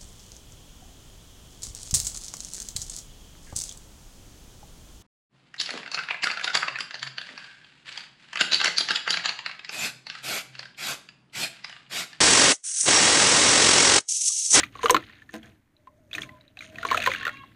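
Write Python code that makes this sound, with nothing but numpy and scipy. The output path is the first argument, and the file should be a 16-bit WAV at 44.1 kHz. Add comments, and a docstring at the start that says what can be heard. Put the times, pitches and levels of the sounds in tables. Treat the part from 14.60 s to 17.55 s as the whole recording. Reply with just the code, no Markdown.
"""Crumbling dirt over a muddy tub

Hands crumble damp, sandy dirt over a plastic tub of muddy water, close by and outdoors. Lumps slap the
surface (filtered clicks and noise) and ring bubbles (dying sine waves); crumbs, grit and sand patter as
showers of tiny grains. Fine spray is short noise, and clods crunch as cracks ringing a set of tones.
Behind it lie a low rumble and still air, both filtered noise, and faint far-off tones made of sines."""
import sys
import numpy as np
from scipy import signal
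from scipy.fft import rfft, irfft
from scipy.io import wavfile
from scipy.ndimage import uniform_filter1d

SR = 44100
rng = np.random.default_rng(int(sys.argv[2]) if len(sys.argv) > 2 else 0)


def to_wav(s):
    """Save 16-bit WAV."""
    ch = np.atleast_2d(s).T  # columns
    pcm = np.round(np.clip(ch, -1, 1) * 32767)  # PCM
    wavfile.write(sys.argv[1], SR, pcm.astype(np.int16))


N = 130095  # length in samples

# Colour tables give the balance between pitches: freq_hz, level_db (only the differences in level count)

# showers of dirt over time: time_s, crumb_and_grit_level_db, sand_level_db (before the trims below)
SHOWER_LEVELS = [(0, -30, -43.5), (.1, -63.5, -77), (.2, -44, -58.5), (.24, -44.5, -39.5), (.33, -39, -56),
                 (.42, -51.5, -68.5), (.53, -50.5, -78.5), (.68, -67.5, -75.5), (.75, -50, -55.5),
                 (.81, -56.5, -71), (.89, -58.5, -69.5), (1.0, -78, -99), (1.49, -80.5, -79),
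                 (1.54, -50.5, -70), (1.63, -45.5, -47.5), (1.70, -62.5, -80), (1.95, -70, -86.5),
                 (2.025, -46.5, -53), (2.11, -56, -69.5), (2.35, -31.5, -45), (2.52, -34.5, -46.5),
                 (2.59, -39, -57.5), (2.67, -43.5, -77), (2.73, -51, -66), (2.94, -64, -96)]
# colour of the coarser grit: freq_hz, level_db
GRIT_COLOUR = [(200, -8), (600, -5.5), (850, -12), (1300, 3), (2200, -1.5), (4300, -2.5), (5100, -14.5),
               (9000, -42.5)]
# colour of the fine sand: freq_hz, level_db
SAND_COLOUR = [(2000, -9), (5100, -7), (6600, 9.5), (7800, -13), (9000, 3), (10300, -20.5), (15000, -22.5)]
# loudness of the low rumble and slosh: time_s, level_db
RUMBLE_LEVELS = [(0, -43), (.13, -55.5), (.35, -46.5), (.58, -61), (.9, -55), (1.05, -69.5), (1.48, -62.5),
                 (1.62, -46.5), (1.87, -65.5), (2.02, -58), (2.35, -45.5), (2.94, -57.5)]
# colour of the low rumble: freq_hz, level_db
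RUMBLE_COLOUR = [(25, -23.5), (46, -10.5), (115, 4), (165, -7), (290, -1.5), (450, -18), (3000, -39)]
# colour of the still air: freq_hz, level_db
AIR_COLOUR = [(120, 2), (600, -17), (800, -13), (2100, -13.5), (2800, -25.5), (15000, -31)]
# lumps hitting the water: start_s, bubble_start_pitch_hz, bubble_level_db
LUMPS = [(.0013, 2570, -22.5), (0.0329, 1990, -18.5), (0.0367, 2350, -17.5), (0.153, 1110, -29),
         (0.1914, 1086, -29), (0.2318, 1017, -18.5), (0.24, 465, -17.5), (0.2576, 1176, -10.5),
         (0.2832, 3040, -18.5), (0.2964, 1010, -7), (0.3003, 1890, -14), (0.308, 494, -16),
         (0.3090, 340, -20), (0.3450, 1070, -8), (0.346, 315, -20.5), (0.3652, 1342, -12),
         (0.425, 1850, -32), (0.4968, 1830, -33), (0.619, 1760, -33.5), (0.6915, 1776, -30.5),
         (0.83, 3240, -33.5), (0.8475, 1680, -39.5), (1.166, 3965, -41), (1.2715, 1040, -35.5),
         (1.5130, 2540, -29.5), (1.531, 3440, -18), (1.5392, 3780, -19), (1.55, 2490, -17.5),
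         (1.582, 1884, -18.5), (1.588, 1810, -25), (1.6190, 3400, -18.5), (1.6325, 2350, -23.5),
         (1.691, 1990, -31), (1.8100, 3910, -35), (1.879, 3890, -36), (1.9711, 2550, -27),
         (1.9900, 3950, -23.5), (2.007, 2370, -24.5), (2.0216, 2090, -28.5), (2.1570, 2503, -27),
         (2.1844, 1865, -22.5), (2.2298, 1430, -19.5), (2.2504, 1090, -15.5), (2.2873, 2310, -19),
         (2.304, 2300, -19), (2.3130, 1106, -13), (2.3173, 1022, -16), (2.327, 1770, -18),
         (2.3452, 1314, -13), (2.371, 1720, -17.5), (2.3750, 2540, -13), (2.3750, 685, -24),
         (2.402, 2520, -17), (2.4200, 2740, -16), (2.44, 2480, -16), (2.4618, 1840, -9.5),
         (2.4725, 1032, -11), (2.4757, 537, -21), (2.5040, 2410, -18.5), (2.5163, 2060, -17),
         (2.5363, 2300, -17.5), (2.5478, 1660, -18.5), (2.56, 2780, -20.5), (2.6108, 1500, -25.5),
         (2.6299, 1776, -21), (2.6519, 1850, -15), (2.6665, 1490, -15.5), (2.6779, 1403, -16.5),
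         (2.6921, 1870, -20), (2.770, 2370, -30.5), (2.835, 1078, -34)]
# colour of a slap on the water: freq_hz, level_db
SLAP_COLOUR = [(100, -22.5), (430, 6), (800, -13.5), (1200, 12.5), (4200, 1.5), (5100, -14.5), (6500, -8.5),
               (10000, -24), (15000, -17)]
# colour of the tub's reflections: freq_hz, level_db
TUB_COLOUR = [(100, -3.5), (350, 4), (650, 2.5), (850, -4), (1200, -11), (5200, -15)]
# spits of fine spray: start_s, level_db, decay_s (time to fall to 37 %)
SPRAYS = [(0.3063, -9.5, 0.0031), (1.552, -41.5, 0.011), (2.331, -40, 0.0061), (2.3713, -36.5, 0.0094),
          (2.437, -32.5, 0.0023)]
# colour of the spray: freq_hz, level_db
SPRAY_COLOUR = [(2000, -23.5), (4000, -11.5), (5100, -15), (6400, 3), (7300, -13.5), (8500, -5),
                (10300, -18.5), (12300, -13.5)]
# the hands crushing dirt: peak_s, level_db, release_s (time to fall to 37 %)
CRUSHES = [(0.747, -28.5, 0.0079), (0.835, -52, 0.045), (1.544, -40.5, 0.029), (2.129, -53.5, 0.2)]
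# tones that a cracking clod rings: pitch_hz, level_db, t60_s (time to fall by 60 dB)
CLOD_MODES = [(226, -9.5, 0.23), (315.3, 4.5, 0.14), (471, -8, 0.058), (663, 1, 0.071), (1020, -7.5, 0.085),
              (1590, 6.5, 0.024)]
# a far-off whine: time_s, middle_pitch_hz, level_db
WHINE = [(1.15, 612, -69.5), (1.7, 617, -57), (1.9, 616.5, -72.5), (2.2, 655, -46.5), (2.45, 670, -45)]
# a brief faint whistle: time_s, middle_pitch_hz, level_db
WHISTLE = [(1.6, 1070, -60), (1.77, 1006, -53.5), (1.82, 1022, -69)]
# a far-off reedy tone: time_s, middle_base_pitch_hz, level_db
REEDY_TONE = [(2.45, 556.6, -72), (2.58, 544.7, -49), (2.82, 550, -55), (2.93, 542, -75)]
# overtones of the reedy tone: multiple_of_base_pitch, middle_level_db
REEDY_PARTIALS = [(2, 3), (3, -3.5), (4, -5), (5, -1), (6, -4), (7, -12)]

# crumbs: each rings for some cycles until 60 dB down
CRUMBS_PER_S, CRUMB_SCATTER_DB, CRUMB_DB = 1300, 3.8, -4
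CRUMB_LOW_HZ, CRUMB_HIGH_HZ, CRUMB_CYCLES = 1560, 4087, 11
# grit and sand; the rate and scatter also serve the cracks in a clod
GRIT_PER_S, GRIT_SCATTER_DB, GRIT_DB, SAND_DB = 830, 4, -9.5, -2.5
CLUMPS_PER_S, CLUMP_DB = 100, 2  # the dirt falls unevenly: pace and typical swing
AIR_DB = -70.5
# bubbles: cycles until 60 dB down, at most so long; the glide is the share the pitch rises in that time
BUBBLE_CYCLES, BUBBLE_LONGEST_S, BUBBLE_ONSET_S, BUBBLE_GLIDE = 33.6, .045, 0.0003, 0.013
BUBBLE_COLLAPSE = 1.327  # over 1, a bubble holds briefly and then dies abruptly
SOFT_ONSET_S, SOFT_DB = 0.002, -20.5  # bubbles of lumps lighter than this start more gently
SLAP_KNEE_HZ = 3400  # the lower the bubble lies under this, the deeper the slap
SLAP_DB, SLAP_GROWTH = 5, 1.526  # slap of a 0 dB lump; dB of slap per dB of lump
SPLATTER_S, SPLATTER_DB = 0.0047, -6
# fragments: level and pitch spread against the lump, and average delay
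FRAGMENT_DB, FRAGMENT_OCTAVES, FRAGMENT_LAG_S = -17.5, .75, 0.0045
TUB_DB, TUB_T60_S = -12.5, 0.13
CRUSH_ATTACK_S, CRUSH_GRIT_DB = 0.0056, -13.5
TOP_HZ = 15300


def undb(db):
    """Turn decibels into a plain multiplier."""
    return 10 ** (np.asarray(db) / 20)


def unit(x):
    """Scale to an average strength (rms) of 1."""
    return x / np.sqrt(np.mean(x ** 2))


def curve(table, axis):
    """One column of a table, joined by straight lines in time."""
    rows = np.array(table)
    return np.interp(np.arange(N) / SR, rows[:, 0], rows[:, axis])


def add(out, at_s, x):
    """Mix a short sound in at a time."""
    i = max(int(at_s * SR), 0)
    out[i:i + len(x)] += x[:max(len(out) - i, 0)]


def colour(x, points, size=4096):
    """Filter through a colour table; the filter has unit energy and never sounds ahead of its input."""
    hz, db = np.array(points).T
    bins_hz = np.arange(size // 2 + 1) * SR / size
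    log_gain = np.log(undb(np.interp(np.log(bins_hz + 1), np.log(hz), db)))
    # folding the cepstrum puts the filter's energy as early as possible
    cepstrum = irfft(log_gain)
    cepstrum[1:size // 2] *= 2
    cepstrum[size // 2 + 1:] = 0
    response = irfft(np.exp(rfft(cepstrum)))
    return signal.fftconvolve(x, response / np.linalg.norm(response))[:len(x)]


def fade(t, t60):
    """Die away by 60 dB in t60."""
    return np.exp(-np.log(1000) * t / t60)


def walk(rate):
    """Smooth random wander around 0, with rms 1."""
    k = int(SR / rate)
    smoothed = uniform_filter1d(rng.standard_normal(N), k)
    return unit(uniform_filter1d(smoothed, k))


def bubble(hz, t60, onset):
    """A trapped bubble: a sine whose pitch creeps up until it collapses."""
    t = np.arange(int(2 * t60 * SR) + 2) / SR
    ring = np.sin(2 * np.pi * hz * t * (1 + BUBBLE_GLIDE * t / t60 / 2))
    collapse = fade((t / t60) ** BUBBLE_COLLAPSE, 1)
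    return ring * collapse * (1 - np.exp(-t / onset))


def grain_sizes(count, scatter_db):
    """Many small grains and a few large ones, with a cap on the largest."""
    return undb(scatter_db * np.minimum(rng.exponential(size=count), 4.5))


def ticks():
    """A dense train of tiny impacts at random moments, rms 1."""
    hits = rng.random(N) < GRIT_PER_S / SR
    signs = rng.choice([-1, 1], N)
    return unit(hits * signs * grain_sizes(N, GRIT_SCATTER_DB))


def shower():
    """Crumbs ring tiny bubbles; grit and sand tick on the surface."""
    grit = colour(ticks(), GRIT_COLOUR)
    sand = colour(ticks(), SAND_COLOUR)
    crumbs = np.zeros(N)
    sizes = grain_sizes(N, CRUMB_SCATTER_DB)
    pitch = rng.random(N)
    for i in np.flatnonzero(rng.random(N) < CRUMBS_PER_S / SR):
        hz = CRUMB_LOW_HZ * (CRUMB_HIGH_HZ / CRUMB_LOW_HZ) ** pitch[i]
        add(crumbs, i / SR, sizes[i] * bubble(hz, CRUMB_CYCLES / hz, BUBBLE_ONSET_S))
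    coarse = undb(CRUMB_DB) * unit(crumbs) + undb(GRIT_DB) * grit
    coarse_shower = coarse * undb(curve(SHOWER_LEVELS, axis=1))
    sand_shower = sand * undb(SAND_DB + curve(SHOWER_LEVELS, axis=2))
    clumps = undb(CLUMP_DB * walk(CLUMPS_PER_S))
    return clumps * (coarse_shower + sand_shower)


def rumble():
    """Low rumble and slosh: deep noise that swells and sinks."""
    return colour(rng.standard_normal(N), RUMBLE_COLOUR) * undb(curve(RUMBLE_LEVELS, axis=1))


def still_air():
    """Still air: a steady, very faint noise."""
    return colour(rng.standard_normal(N), AIR_COLOUR) * undb(AIR_DB)


def lumps():
    """Each lump slaps the water, splatters and rings a bubble; higher bubbles go with slaps of less bass."""
    rings, slaps = np.zeros(N), np.zeros(N)
    t = np.arange(SR // 20) / SR
    for at, hz, db in LUMPS:
        onset = BUBBLE_ONSET_S + SOFT_ONSET_S / (1 + undb(db - SOFT_DB) ** 2)
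        t60 = min(BUBBLE_CYCLES / hz, BUBBLE_LONGEST_S)
        add(rings, at, undb(db) * bubble(hz, t60, onset))

        click = 2 * (t == 0)
        splatter = undb(SPLATTER_DB) * rng.standard_normal(len(t)) * np.exp(-t / SPLATTER_S)
        cut_hz = min(hz * hz / SLAP_KNEE_HZ, hz)
        bass_cut = signal.butter(2, cut_hz, "high", fs=SR, output="sos")
        # heavy lumps slap hard, light ones mostly ring
        add(slaps, at, undb(SLAP_DB + SLAP_GROWTH * db) * signal.sosfilt(bass_cut, click + splatter))
    return rings + colour(slaps, SLAP_COLOUR)


def fragments(count=8):
    """Bits shed by each lump land just after it and ring short bubbles, mostly higher in pitch."""
    out = np.zeros(N)
    for at, hz, db in LUMPS:
        for lag, step in zip(rng.exponential(size=count), rng.standard_normal(count)):
            pitch = min(hz * 2 ** (FRAGMENT_OCTAVES * (.5 + step)), CRUMB_HIGH_HZ)
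            level = undb(db + FRAGMENT_DB - 2 * lag)  # later bits are fainter
            ring = bubble(pitch, CRUMB_CYCLES / pitch, BUBBLE_ONSET_S)
            add(out, at + lag * FRAGMENT_LAG_S, level * ring)
    return out


def tub_echo(x):
    """The tub's answer: dense reflections, modelled as dying noise, that blur each sound."""
    t = np.arange(SR // 2) / SR
    tail = rng.standard_normal(len(t)) * fade(t, TUB_T60_S) * (t > .002)
    return signal.fftconvolve(colour(x, TUB_COLOUR), tail / np.linalg.norm(tail))[:N]


def sprays():
    """Jets of fine spray: short, bright spits of noise that die away at once."""
    out = np.zeros(N)
    t = np.arange(SR // 20) / SR
    for at, db, decay in SPRAYS:
        add(out, at, undb(db) * rng.standard_normal(len(t)) * np.exp(-t / decay))
    return colour(out, SPRAY_COLOUR)


def clod():
    """Swells of tiny fractures ring the clod and the cupped hands."""
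    t = np.arange(N) / SR
    swells = np.zeros(N)
    for at, db, release in CRUSHES:
        swells += undb(db) * np.exp(-np.maximum((at - t) / CRUSH_ATTACK_S, (t - at) / release))
    cracks = ticks() * swells

    t = t[:SR // 2]
    body = sum(undb(db) * np.cos(2 * np.pi * hz * t) * fade(t, t60) for hz, db, t60 in CLOD_MODES)
    crunch = signal.fftconvolve(cracks, body / np.linalg.norm(body))[:N]
    return crunch + undb(CRUSH_GRIT_DB) * colour(cracks, SLAP_COLOUR)


def far_off_tone(track, partials, waver):
    """A faint tone: sines at multiples of one wavering pitch, each with a wandering level."""
    t = np.arange(N) / SR
    pitch = curve(track, axis=1) * (1 + waver * walk(153))  # waver: typical swing as a share of pitch
    phase = 2 * np.pi * np.cumsum(pitch) / SR
    sounding = (t > track[0][0]) * (t < track[-1][0])
    tone = sum(undb(db + 3.5 * walk(70)) * np.sin(round(k) * phase) for k, db in partials)
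    return sounding * undb(curve(track, axis=2)) * tone


def far_off_tones():
    """A whine and a whistle, each a single sine, and a reedy tone of several."""
    whine = far_off_tone(WHINE, [(1, 0.0089)], .045)
    whistle = far_off_tone(WHISTLE, [(1, 0.005)], .012)
    reedy = far_off_tone(REEDY_TONE, REEDY_PARTIALS, .006)
    return whine + whistle + reedy


def scene():
    """The dirt and its reflections in the tub, over the quiet background."""
    dirt = lumps() + fragments() + sprays() + clod() + shower()
    reflections = undb(TUB_DB) * tub_echo(dirt)
    background = rumble() + still_air() + far_off_tones()
    return (dirt + reflections + background)[None]


def record(dry):
    """A steep filter cuts the highest treble."""
    return signal.sosfilt(signal.ellip(10, .2, 80, TOP_HZ, fs=SR, output="sos"), dry)


dry = scene()
out = record(dry)
to_wav(out)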